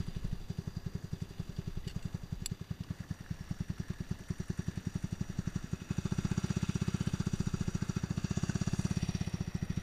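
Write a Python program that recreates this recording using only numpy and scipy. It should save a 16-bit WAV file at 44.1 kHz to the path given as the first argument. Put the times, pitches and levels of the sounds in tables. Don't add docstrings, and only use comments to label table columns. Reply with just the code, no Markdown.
import sys
import numpy as np
from scipy import signal
from scipy.fft import rfft, irfft
from scipy.io import wavfile
from scipy.ndimage import uniform_filter1d

SR = 44100
rng = np.random.default_rng(int(sys.argv[2]) if len(sys.argv) > 2 else 0)


def waveform_to_disk(signal):
    frames = np.transpose(np.atleast_2d(signal))
    scaled = np.clip(frames, -1, 1) * 32767
    samples = np.round(scaled).astype(np.int16)
    wavfile.write(sys.argv[1], SR, samples)


def gain_from_decibels(decibels):
    exponent = np.asarray(decibels, float) / 20
    return 10 ** exponent


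N = 433062
TIME = np.arange(N) / SR
HZ = np.fft.rfftfreq(N + 2394, 1 / SR) + 1


def curve(table, column=1):
    return np.interp(TIME, [row[0] for row in table], [row[column] for row in table])


def unit(x):
    return x / np.sqrt(np.mean(x ** 2))


def colour(x, gain):
    return irfft(rfft(x, 2 * len(HZ) - 2) * gain)[:N]


def band(lo_hz, hi_hz, order=4):
    low_cut = 1 + (lo_hz / HZ) ** (2 * order)
    high_cut = 1 + (HZ / hi_hz) ** (2 * order)
    return 1 / np.sqrt(low_cut * high_cut)


def walk(rate):
    k = int(SR / rate)
    held = np.repeat(rng.standard_normal(N // k + 1), k)[:N]
    return unit(uniform_filter1d(uniform_filter1d(held, k), k))


def span(start_ms, end_ms):
    return np.arange(int(start_ms * SR / 1000), int(end_ms * SR / 1000)) / SR


def add(out, t, piece):
    i = int(t * SR)
    part = piece[max(-i, 0):max(N - i, 0)]
    out[max(i, 0):max(i, 0) + len(part)] += part


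# t/s, firing rate/Hz, full thump level/dB
ENGINE = [(0.0, 12.705, -26.8), (0.8, 11.427, -26.7), (3.09, 10.423, -26.1), (4.36, 10.611, -24.7),
          (4.96, 11.669, -24.5), (5.87, 11.766, -23.6), (5.99, 13.896, -22.5), (6.13, 15.395, -21.5),
          (6.62, 16.04, -21.6), (6.96, 15.757, -21.7), (7.79, 13.866, -22.9), (8.17, 14.379, -23.0),
          (8.4, 16.402, -21.9), (8.83, 17.051, -21.5), (9.24, 16.281, -23.8), (9.41, 14.623, -24.7),
          (9.63, 12.96, -24.4), (9.82, 14.487, -24.2)]
# t/s, shortfall level/dB, share of a cycle the flywheel then loses
MISFIRES = [(0.083, -2.5, 0.043), (0.166, -1.0, 0.019), (0.414, -18.0, 0.093), (0.677, -1.0, 0.103),
            (0.77, -1.5, 0.1), (1.044, -4.0, 0.031), (1.309, -11.5, -0.002), (1.495, -5.5, 0.103),
            (1.678, -1.5, 0.038), (1.774, -4.0, 0.058), (1.87, -2.0, 0.024), (2.237, -8.5, -0.061),
            (2.422, -4.5, 0.047), (2.614, -5.5, 0.049), (2.808, -2.5, 0.072), (3.006, -4.5, 0.126),
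            (3.209, -9.0, 0.096), (3.41, -7.5, 0.101), (3.802, -1.0, 0.115), (3.904, -1.5, 0.095),
            (4.007, -2.5, 0.119), (4.207, -12.0, 0.048), (4.403, -2.5, 0.096), (4.776, -2.2, 0.127),
            (5.128, -2.0, -0.021), (5.3, -5.3, 0.079), (5.643, -8.3, 0.025), (5.819, -9.0, 0.084),
            (9.275, -3.0, 0.061), (9.479, -3.5, 0.019)]
START_CYCLE, LABOUR_S = -.057, .06


def firings():
    t = np.arange(0, N / SR, .001)
    at, short_db, lost = np.transpose(MISFIRES)
    s, hz, db = np.transpose(ENGINE)
    labour = np.clip((t[:, None] - at - .005) / LABOUR_S, 0, 1) @ lost
    cycles = START_CYCLE + np.cumsum(np.interp(t, s, hz)) / 1000 - labour
    times = np.interp(np.arange(int(cycles[-1]) + 1), cycles, t)
    weak = np.abs(times[:, None] - at).argmin(axis=0)
    times[weak] = at
    short = np.zeros(len(times))
    short[weak] = short_db
    return times, np.interp(times, s, db) + short, short


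def revs():
    return np.log2(curve(ENGINE) / 14)


# t/s, pose (0 up, 1 down at the footrest, 2 out over the wheel, 3 leaning in, 4 back)
POSE = [(0, 0), (2.65, 0), (3.0, 0.62), (5.6, 1.5), (6.05, 2), (7.95, 2), (8.3, 3), (8.75, 3), (9.08, 4),
        (9.82, 4)]


def shares():
    return [np.clip(1 - np.abs(curve(POSE) - j), 0, 1) for j in range(5)]


# f/Hz, gain, arrival before the peak/ms, t60/s; the last row is the silencer can
PIPE_IDLE = [(77.7, 1.39, 6.14, .05), (122.8, -4., 6.36, .02), (177.5, 1.75, 6.39, .06),
             (320., .57, 3.1, .023), (388., -.52, 2.63, .095)]
PIPE_LOW = [(164.4, -0.68, 5.81, 0.064), (84.4, 2, 5.13, 0.04), (190.4, -3, 3.433, 0.035),
            (217.8, -0.84, 5.35, 0.06), (303, 0.33, 4.62, .028), (371, 0.65, 5.47, 0.069)]
PIPE_LOAD = [(57, -1.72, 4.3, 0.035), (93.3, 2.5, 3.35, 0.023), (203.5, -3, 2.83, 0.035),
             (230, 4.0, 2.073, 0.014), (378.4, 0.88, 2.824, 0.057)]
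# t/s, level/dB
SHADE = [(0, -2.5), (.5, 0.5), (1.8, 1.5), (2.05, -3), (2.3, -7), (2.42, 2), (2.7, -3), (3.2, -4),
         (3.5, -1), (3.9, 1.5), (4.7, 2), (5.2, -0.5), (5.7, 0.5), (6.0, 0.5)]


def exhaust():
    out = np.zeros(N)
    t = span(-10, 110)
    times, thump_db, short_db = firings()
    ring_chance, thump_chance, heat = rng.standard_normal((3, len(times)))
    thump_db = thump_db + 0.18 * thump_chance
    rings = -.45 * short_db + 1.2 * ring_chance - .9 + np.interp(times, *np.transpose(SHADE))
    weights = np.array(shares())
    pipes = (PIPE_IDLE, PIPE_LOW, PIPE_LOAD, PIPE_LOAD, PIPE_LOW)
    for s, db, ring_db, c in zip(times, thump_db, rings, heat):
        for pipe, weight in zip(pipes, weights[:, int(s * SR)]):
            if weight > 0:
                hz, gain, ms, t60 = np.transpose(pipe)[:, :, None]
                u = np.clip(t * (1 + 0.0076 * c) + ms / 1000, 0, None)
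                modes = gain * np.sin(2 * np.pi * hz * u) * gain_from_decibels(-60 * u / t60)
                thump = modes[:-1].sum(axis=0) + gain_from_decibels(ring_db) * modes[-1]
                add(out, s + t[0], weight * gain_from_decibels(db + 0.5) * thump)
    slug = np.exp(-.5 * (span(-4, 4) / 0.00064) ** 2)
    out = signal.fftconvolve(out, slug / slug.sum(), "same")
    out = colour(out, band(38, 5000, order=2))
    echo = np.roll(colour(out, band(30, 72, order=2)), int(0.03143 * SR))
    return out + gain_from_decibels(-12) * echo


# t/s, deepest f/Hz, next f/Hz, level against the thump/dB, deepest level/dB
BARK = [(3, 640, 800, -35, 4), (3.6, 644, 830, -29.5, 2), (4.6, 653, 850, -30, 3),
        (5.6, 640, 850, -29.5, 0), (6.1, 620, 850, -24, -3), (7.4, 620, 870, -27.5, -6),
        (8, 650, 885, -26, -8), (8.3, 680, 900, -26.5, 3.5), (8.9, 680, 890, -26, 4),
        (9.3, 760, 920, -30, 4), (9.82, 740, 900, -39, 1)]


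def bark():
    out = np.zeros(N)
    t = span(0, 30)
    base, low, level, deep = (curve(BARK, column=k) for k in range(1, 5))
    envelope = (1 - np.exp(-t / 0.0024)) * gain_from_decibels(-60 * t / 0.026)
    times, thump_db, _ = firings()
    for s, db, c in zip(times, thump_db, rng.standard_normal((len(times), 2, 5, 1))):
        i = int(s * SR)
        hz = np.array([[base[i]], [low[i]], [1170.], [1340.], [1620.]]) * (1 + .012 * c[0])
        tone_db = np.array([[deep[i]], [0], [-1.5], [-3], [-6]]) + 1.5 * c[1]
        tones = gain_from_decibels(tone_db) * np.sin(2 * np.pi * hz * t)
        add(out, s - .0024, gain_from_decibels(db + level[i] + 8.0) * tones.sum(axis=0) * envelope)
    slap = colour(out * (1 + 0.77 * walk(300)), band(1370, 1720, order=3))
    slap_ms, slap_db = 11.5, 1
    return out + gain_from_decibels(slap_db) * np.roll(slap, int(slap_ms * SR / 1000))


# share of the cycle, level/dB
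VALVES = [
    (.29, -2.5),
    (.55, -12),
    (.79, -1),
]


def beats(burst_db, rise_ms, decay_ms, tick_db):
    s, db, _ = firings()
    gate = np.ones(N)
    t = span(-25, 70)
    burst = np.exp(np.where(t < 0, t * 1000 / rise_ms, -t * 1000 / decay_ms))
    tick = np.exp(-span(0, 15) / 0.0081)
    chance = rng.standard_normal((len(s), 4))
    force = gain_from_decibels(0.61 * (db + 21.0))
    for start, period, f, c in zip(s, np.diff(s, append=s[-1] + .073), force, chance):
        add(gate, start + t[0], (gain_from_decibels(burst_db) - 1) * f * gain_from_decibels(0.74 * c[3]) * burst)
        slow_db = 5 * np.log2(min(period, .1) / .09)
        for (share, valve_db), scatter in zip(VALVES, c):
            height = (gain_from_decibels(tick_db) - 1) * gain_from_decibels(valve_db + 3.2 * scatter + slow_db)
            add(gate, start + share * period, height * tick)
    return gate


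def silencer():
    gas = beats(20.5, 1.5, 15.0, .3) * rng.standard_normal(N)
    up, down, out, lean, back = shares()
    high = unit(colour(gas, band(267, 380, order=6)))
    low = unit(colour(gas, band(205, 262, order=6)))
    return high * gain_from_decibels(-63.0 + curve(SHADE)) * up + low * (gain_from_decibels(-58) * down + gain_from_decibels(-64.0) * (out + lean))


# casing level/dB, fins level/dB, head level/dB, tappet level/dB
CLATTER = [
    (-61, -60, -66, -76),
    (-58.5, -59, -61, -69.5),
    (-57.5, -58.5, -60.5, -70.5),
    (-57.5, -59, -60, -71.5),
    (-57.5, -59.5, -62, -72),
]
CLATTER_HZ = [450, 2200, 5200, 8200, 11000]
CLATTER_DB_PER_OCTAVE = (4.6, 10.1, 9.8, 13.3)
# low f/Hz, high f/Hz, burst level/dB, burst rise/ms, burst decay/ms, valve tick level/dB
PARTS = [(402, 970, 6.5, 3.6, 11, 0.5), (1054, 2210, 8, 4.6, 16, 6), (2180, 4130, 8, 8.7, 20, 6),
         (4180, 5400, 13.5, 4.8, 13, -0.5), (5050, 8700, 11.5, 5.1, 9.2, 5.5),
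         (8140, 13000, 7, 11, 27, 11.5)]
# f/Hz, width/Hz, level/dB
HEAD_UP = [(457, 2700, -7), (1130, 200, -9), (1780, 1100, -12.5), (2850, 980, -13), (3560, 540, -13),
           (4200, 1600, -15.5), (4767, 230, -5.5), (5880, 900, -14), (6800, 809, -17), (7700, 660, -20),
           (8845, 1100, -24.5), (9960, 1300, -20.5), (13066, 224, -34)]
HEAD_DOWN = [(620, 1500, -6), (1370, 250, -9.5), (1834, 450, -4), (2790, 610, -11), (3600, 1300, -12.5),
             (4630, 770, -10), (5780, 660, -7.5), (6840, 590, -11.5), (7647, 840, -17.5), (8631, 110, -18),
             (8980, 620, -17), (10240, 949, -24), (11900, 190, -28)]
HEAD_OUT = [(611, 1600, -4), (1490, 730, 0), (2170, 330, -5), (2750, 780, -3), (3620, 830, -3.5),
            (4700, 690, -2.5), (5860, 610, -1.5), (6730, 510, -1), (7570, 550, -7.5), (8890, 670, -13),
            (9877, 1500, -22), (11256, 282, -31), (12060, 400, -24), (12467, 1271, -27)]
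HEAD_LEAN = [(680, 400, -2), (1200, 300, 0), (1600, 440, 0.5), (2060, 230, -6), (2680, 590, -2),
             (3540, 740, -5.5), (4660, 680, -1.5), (5800, 530, -1), (6715, 510, 0.5), (7570, 550, -8),
             (8860, 670, -14), (9877, 1400, -21), (12060, 400, -25)]
HEAD_BACK = [(660, 610, 0), (1330, 610, -1.5), (1930, 440, 2.5), (2510, 230, 0.5), (3350, 2500, -5),
             (4690, 190, 0), (5710, 560, 0), (6930, 1100, -12.5), (8930, 750, -18.5), (10000, 880, -22.5),
             (12156, 2499, -33)]
# f/Hz, width/Hz, level/dB
COVERS = [
    [(1690, 72, -5)],
    [(1717, 110, -0.5), (5750, 37, 1.5), (6135, 32, -2.5)],
    [(1367, 54, 5), (2553, 85, 2), (5820, 66, 7)],
    [(1695, 73, 1), (5790, 90, 4), (6135, 35, 4)],
    [(5740, 60, 5.5)],
]
# f/Hz, width/Hz, depth share
NOTCHES = [
    (2320, 205, 0.39),
    (3175, 190, 0.39),
    (5150, 280, 0.42),
]
# t/s, level/dB, half length/s
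LEANS = [
    (2.1, 3.5, 0.13),
    (4.3, 0.5, 0.33),
    (8.82, 4, 0.14),
]


def resonance(peaks):
    return np.sqrt(sum(gain_from_decibels(2 * db) / (1 + (2 * (HZ - hz) / width) ** 2) ** 2 for hz, width, db in peaks))


def block():
    heads = (HEAD_UP, HEAD_DOWN, HEAD_OUT, HEAD_LEAN, HEAD_BACK)
    poses = [resonance(peaks + cover) for peaks, cover in zip(heads, COVERS)]
    housing = 1
    for hz, width, depth in NOTCHES:
        housing = housing * (1 - np.clip(depth, 0, .9) * np.exp(-((HZ - hz) / width) ** 2 * 2))
    out, weights, octaves = 0, np.array(shares()), revs()
    for lo_hz, hi_hz, *beat in PARTS:
        k = np.searchsorted(CLATTER_HZ, (lo_hz + hi_hz) / 2)
        group = (HZ > CLATTER_HZ[k - 1]) & (HZ < CLATTER_HZ[k])
        unsteady = gain_from_decibels(0.78 * walk(40) + 0.98 * walk(5))
        rattle = unit(beats(*beat) * unsteady * rng.standard_normal(N))
        rattle = rfft(rattle, 2 * len(HZ) - 2) * band(lo_hz, hi_hz, order=8) * housing
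        pose_db = np.array(CLATTER)[:, k - 1] @ weights
        level = gain_from_decibels(pose_db + CLATTER_DB_PER_OCTAVE[k - 1] * octaves + 1.0)
        if k == 4:
            level = level * gain_from_decibels(sum(db * np.exp(-((TIME - s) / half) ** 2) for s, db, half in LEANS))
        for gain, share in zip(poses, weights):
            gain = gain / np.sqrt(np.mean((gain * group) ** 2))
            out = out + share * level * irfft(rattle * gain)[:N]
    return out


def tappet():
    tick, puff = np.zeros(N), np.zeros(N)
    t = span(0, 30)
    times = firings()[0]
    for s, period, c in zip(times, np.diff(times), rng.standard_normal(len(times))):
        at, noise = s + .8 * period, rng.standard_normal(len(t))
        tick_db = -48 - 33 * ((s - 4.25) / 1.3) ** 2 + 2.0 * c
        puff_db = -36.5 - 28 * ((s - 4.1) / 3.2) ** 2 + 1.3 * c
        early_db = -44.5 - 26 * ((s - 4.2) / 3.4) ** 2 - 1.4 * c
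        add(tick, at, gain_from_decibels(tick_db) * noise * np.exp(-t / 0.0031))
        add(puff, at, gain_from_decibels(puff_db) * noise * (1 - np.exp(-t / 0.0028)) * np.exp(-t / 0.0094))
        add(puff, s + .22 * period, gain_from_decibels(early_db) * noise[::-1] * np.exp(-t / 0.0085))
    return colour(tick, band(8500, 10000, order=8)) + colour(puff, band(1450, 1930, order=4))


# start t/s, end t/s, from f/Hz, to f/Hz, level/dB
SWINGS = [(5.88, 6.25, 3640, 3520, -66), (5.6, 6.15, 2560, 2570, -66.5), (6.85, 7.2, 2950, 3080, -62.5),
          (6.9, 7.3, 3580, 3620, -67), (3.0, 3.95, 5600, 5540, -70.5), (8.75, 9.05, 5810, 5780, -59),
          (9.0, 9.6, 5650, 5520, -64), (8.25, 8.7, 2750, 2800, -65)]


def panels():
    shake = beats(9.0, 4.0, 16.0, 3.0)
    out = np.zeros(N)
    for start, end, from_hz, to_hz, db in SWINGS:
        i = int(start * SR)
        u = np.linspace(0, 1, int((end - start) * SR))
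        wobble = uniform_filter1d(rng.standard_normal((2, len(u))), size=330, axis=1)
        phase = 2 * np.pi * np.cumsum(from_hz + (to_hz - from_hz) * u) / SR
        ring = unit(shake[i:i + len(u)] * (wobble[0] * np.sin(phase) + wobble[1] * np.cos(phase)))
        add(out, start, gain_from_decibels(db) * np.sin(np.pi * u) * ring)
    return out


# t/s, peak level/dB, relative treble level/dB, relative body level/dB, length/ms
CLICKS = [(1.563, -47, -30, -20, 4.5), (1.8442, -52, -21, 16, 4.3), (1.8757, -37, -16, -7, 4.4),
          (1.8815, -39, -17, -12, 3.0), (1.8865, -48, -20, -8, 3.5), (1.8942, -43, -14, -12, 4.7),
          (1.9015, -47, -18, -8, 4.5), (1.9088, -45.5, -21, -11, 5.0), (1.917, -53, -16, -9, 6.0),
          (2.0253, -46, -11, -9, 5.5), (2.459, -21, -8, -24, 2.3), (2.835, -45.5, -19, -12, 4.7),
          (9.245, -45, -20, -6, 5.0), (9.5614, -51, -8.5, -12, 4.2)]
# f/Hz, level/dB, t60/s
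LEVER = [(2050, -9, .012), (5100, -11, 0.011), (2900, -4.5, 0.024), (3520, -3, 0.019), (7350, -13, 0.011),
         (4370, 0.5, 0.022), (4680, 0.5, 0.023), (5670, -3.5, 0.016), (7400, 0, 0.023), (7770, 1, 0.031),
         (8810, -4, 0.012), (10570, -4.5, 0.028), (11500, -8, 0.017), (14920, -5, .015)]
# t/s, peak level/dB, f/Hz
KNOCKS = [
    (1.8377, -48, 1970),
    (1.8855, -47, 1890),
    (1.9005, -47, 1600),
    (7.5403, -36, 1350),
    (8.496, -30.5, 1535),
]


def clicks():
    out = np.zeros(N)
    grit = np.zeros(N)
    t, short = span(0, 50), span(0, 15)
    for s, db, treble_db, body_db, ms in CLICKS:
        light = db < -30
        scrape = rng.standard_normal(len(short)) * np.sqrt(np.clip(1 - short * 1000 / ms, 0, 1))
        hit = 0
        for hz, mode_db, t60 in LEVER:
            swell = signal.fftconvolve(gain_from_decibels(-60 * t / t60), scrape ** 2)[:len(t)]
            struck_hz = hz * (1 + 0.0355 * light * rng.standard_normal())
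            ring = swell * np.sin(2 * np.pi * (struck_hz * t + rng.random()))
            level = mode_db
            if hz > 7000:
                level += (treble_db + 9.0) * (1.5 if hz > 10000 else 1)
            if hz > 10000 and light:
                level -= 6.0
            if hz < 3200:
                level += min(body_db, -9.) + 19.0
            hit = hit + unit(ring) * np.sqrt(t60) * gain_from_decibels(level)
        add(out, s, gain_from_decibels(db + 0.7) * hit / np.abs(hit).max())
        rough = rng.standard_normal(len(t)) * np.exp(-t / (ms * 0.0014))
        add(grit, s, gain_from_decibels(db - 8.0 + 2.9 * light) * rough)
    for s, db, hz in KNOCKS:
        envelope = (1 - np.exp(-t / 0.0012)) * gain_from_decibels(-60 * t / 0.027)
        add(out, s, gain_from_decibels(db) * np.sin(2 * np.pi * hz * t) * envelope)
    grit = colour(grit, band(1400, 5700, order=1) * band(10, 9000, order=2))
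    return colour(out, band(1050, 16000, order=4)) + grit


# t/s, level/dB
SLOP = [(0, -94), (3, -69), (4, -65.5), (5.8, -73), (6.5, -60.5), (8, -79), (8.6, -70), (9.3, -67),
        (9.82, -67)]


def water(count=1500):
    out = np.zeros(N)
    t = span(0, 20)
    for when, pitch, strength, damping in rng.random((count, 4)):
        hz = 900 * 4.46 ** pitch
        decay = np.exp(-t * hz / (1.2 + 3 * damping))
        ring = np.sin(2 * np.pi * hz * t * (1 + 0.0216 * hz * t)) * decay
        add(out, when * N / SR, gain_from_decibels(-2.5 * np.log(1 - strength)) * ring)
    return unit(out) * gain_from_decibels(curve(SLOP))


# t/s, peak level/dB, half length/s
GUSTS = [(0, -42.5, .07), (.27, -39, 0.15), (1.78, -50, 0.43), (2.416, -45, 0.085), (3.5, -61, .3),
         (5.4, -54, 0.25), (6.15, -58, 0.17), (7.6, -53, 0.37), (8.67, -48, 0.13), (9.82, -50, 0.34)]


def air():
    wind = unit(colour(rng.standard_normal(N), band(7.7, 34, order=2)))
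    frame = band(50, 182, order=2) + gain_from_decibels(-27) * band(290, 340, order=3)
    hum = unit(colour(rng.standard_normal(N), frame))
    breeze_db, rumble_db, rumble_db_per_octave = -56.5, -54, 8
    force = gain_from_decibels(breeze_db + 4.0 * walk(6))
    for s, db, half in GUSTS:
        force = force + gain_from_decibels(db) * np.exp(-((TIME - s) / half) ** 2)
    return wind * force + hum * gain_from_decibels(rumble_db + rumble_db_per_octave * revs() + 1.6 * walk(12))


def camera():
    whine_hz, frame_hz = 13906, 59.94
    hiss = unit(colour(rng.standard_normal(N), band(3000, 17000, order=8))) * gain_from_decibels(-76.5)
    on = uniform_filter1d(1. * (((TIME + .0040) * frame_hz) % 1 < .76), size=40)
    return hiss + gain_from_decibels(-73.5) * on * np.sin(2 * np.pi * whine_hz * TIME)


def scene():
    engine = exhaust() + bark() + silencer() + block() + tappet() + panels()
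    return (engine + clicks() + water() + air() + camera())[None]


def starve(x):
    starve_hz, top_hz, db_per_khz = 14250, 15250, 2.6
    hz, t, z = signal.stft(x, SR, nperseg=2048, noverlap=1024)
    power = uniform_filter1d(np.abs(z) ** 2, size=6, axis=0)[3:1020:6] + 1e-30
    over = 10 * np.log10(power / np.median(power, axis=1, keepdims=True))
    centre = hz[3:1020:6, None]
    busy = 4.5 * np.interp(t, TIME, revs())
    rising = (centre - starve_hz) * db_per_khz / 1000 + 1.2 - busy
    upper = np.where(centre > top_hz, 20, rising)
    lower = np.where((centre > 12700) & (centre < 13700), -4, -99)
    need = np.where(centre > starve_hz, upper, lower)
    z[:1020] *= np.repeat(over > need, 6, axis=0)
    return signal.istft(z, SR, nperseg=2048, noverlap=1024)[1][:N]


def top_cut(x):
    return signal.sosfilt(signal.butter(12, 16290, fs=SR, output="sos"), x)


def record(dry):
    rolled = colour(dry[0], band(6.4, 15400, order=8))
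    mix = starve(rolled)[None]
    return top_cut(mix)


dry = scene()
out = record(dry)
waveform_to_disk(out)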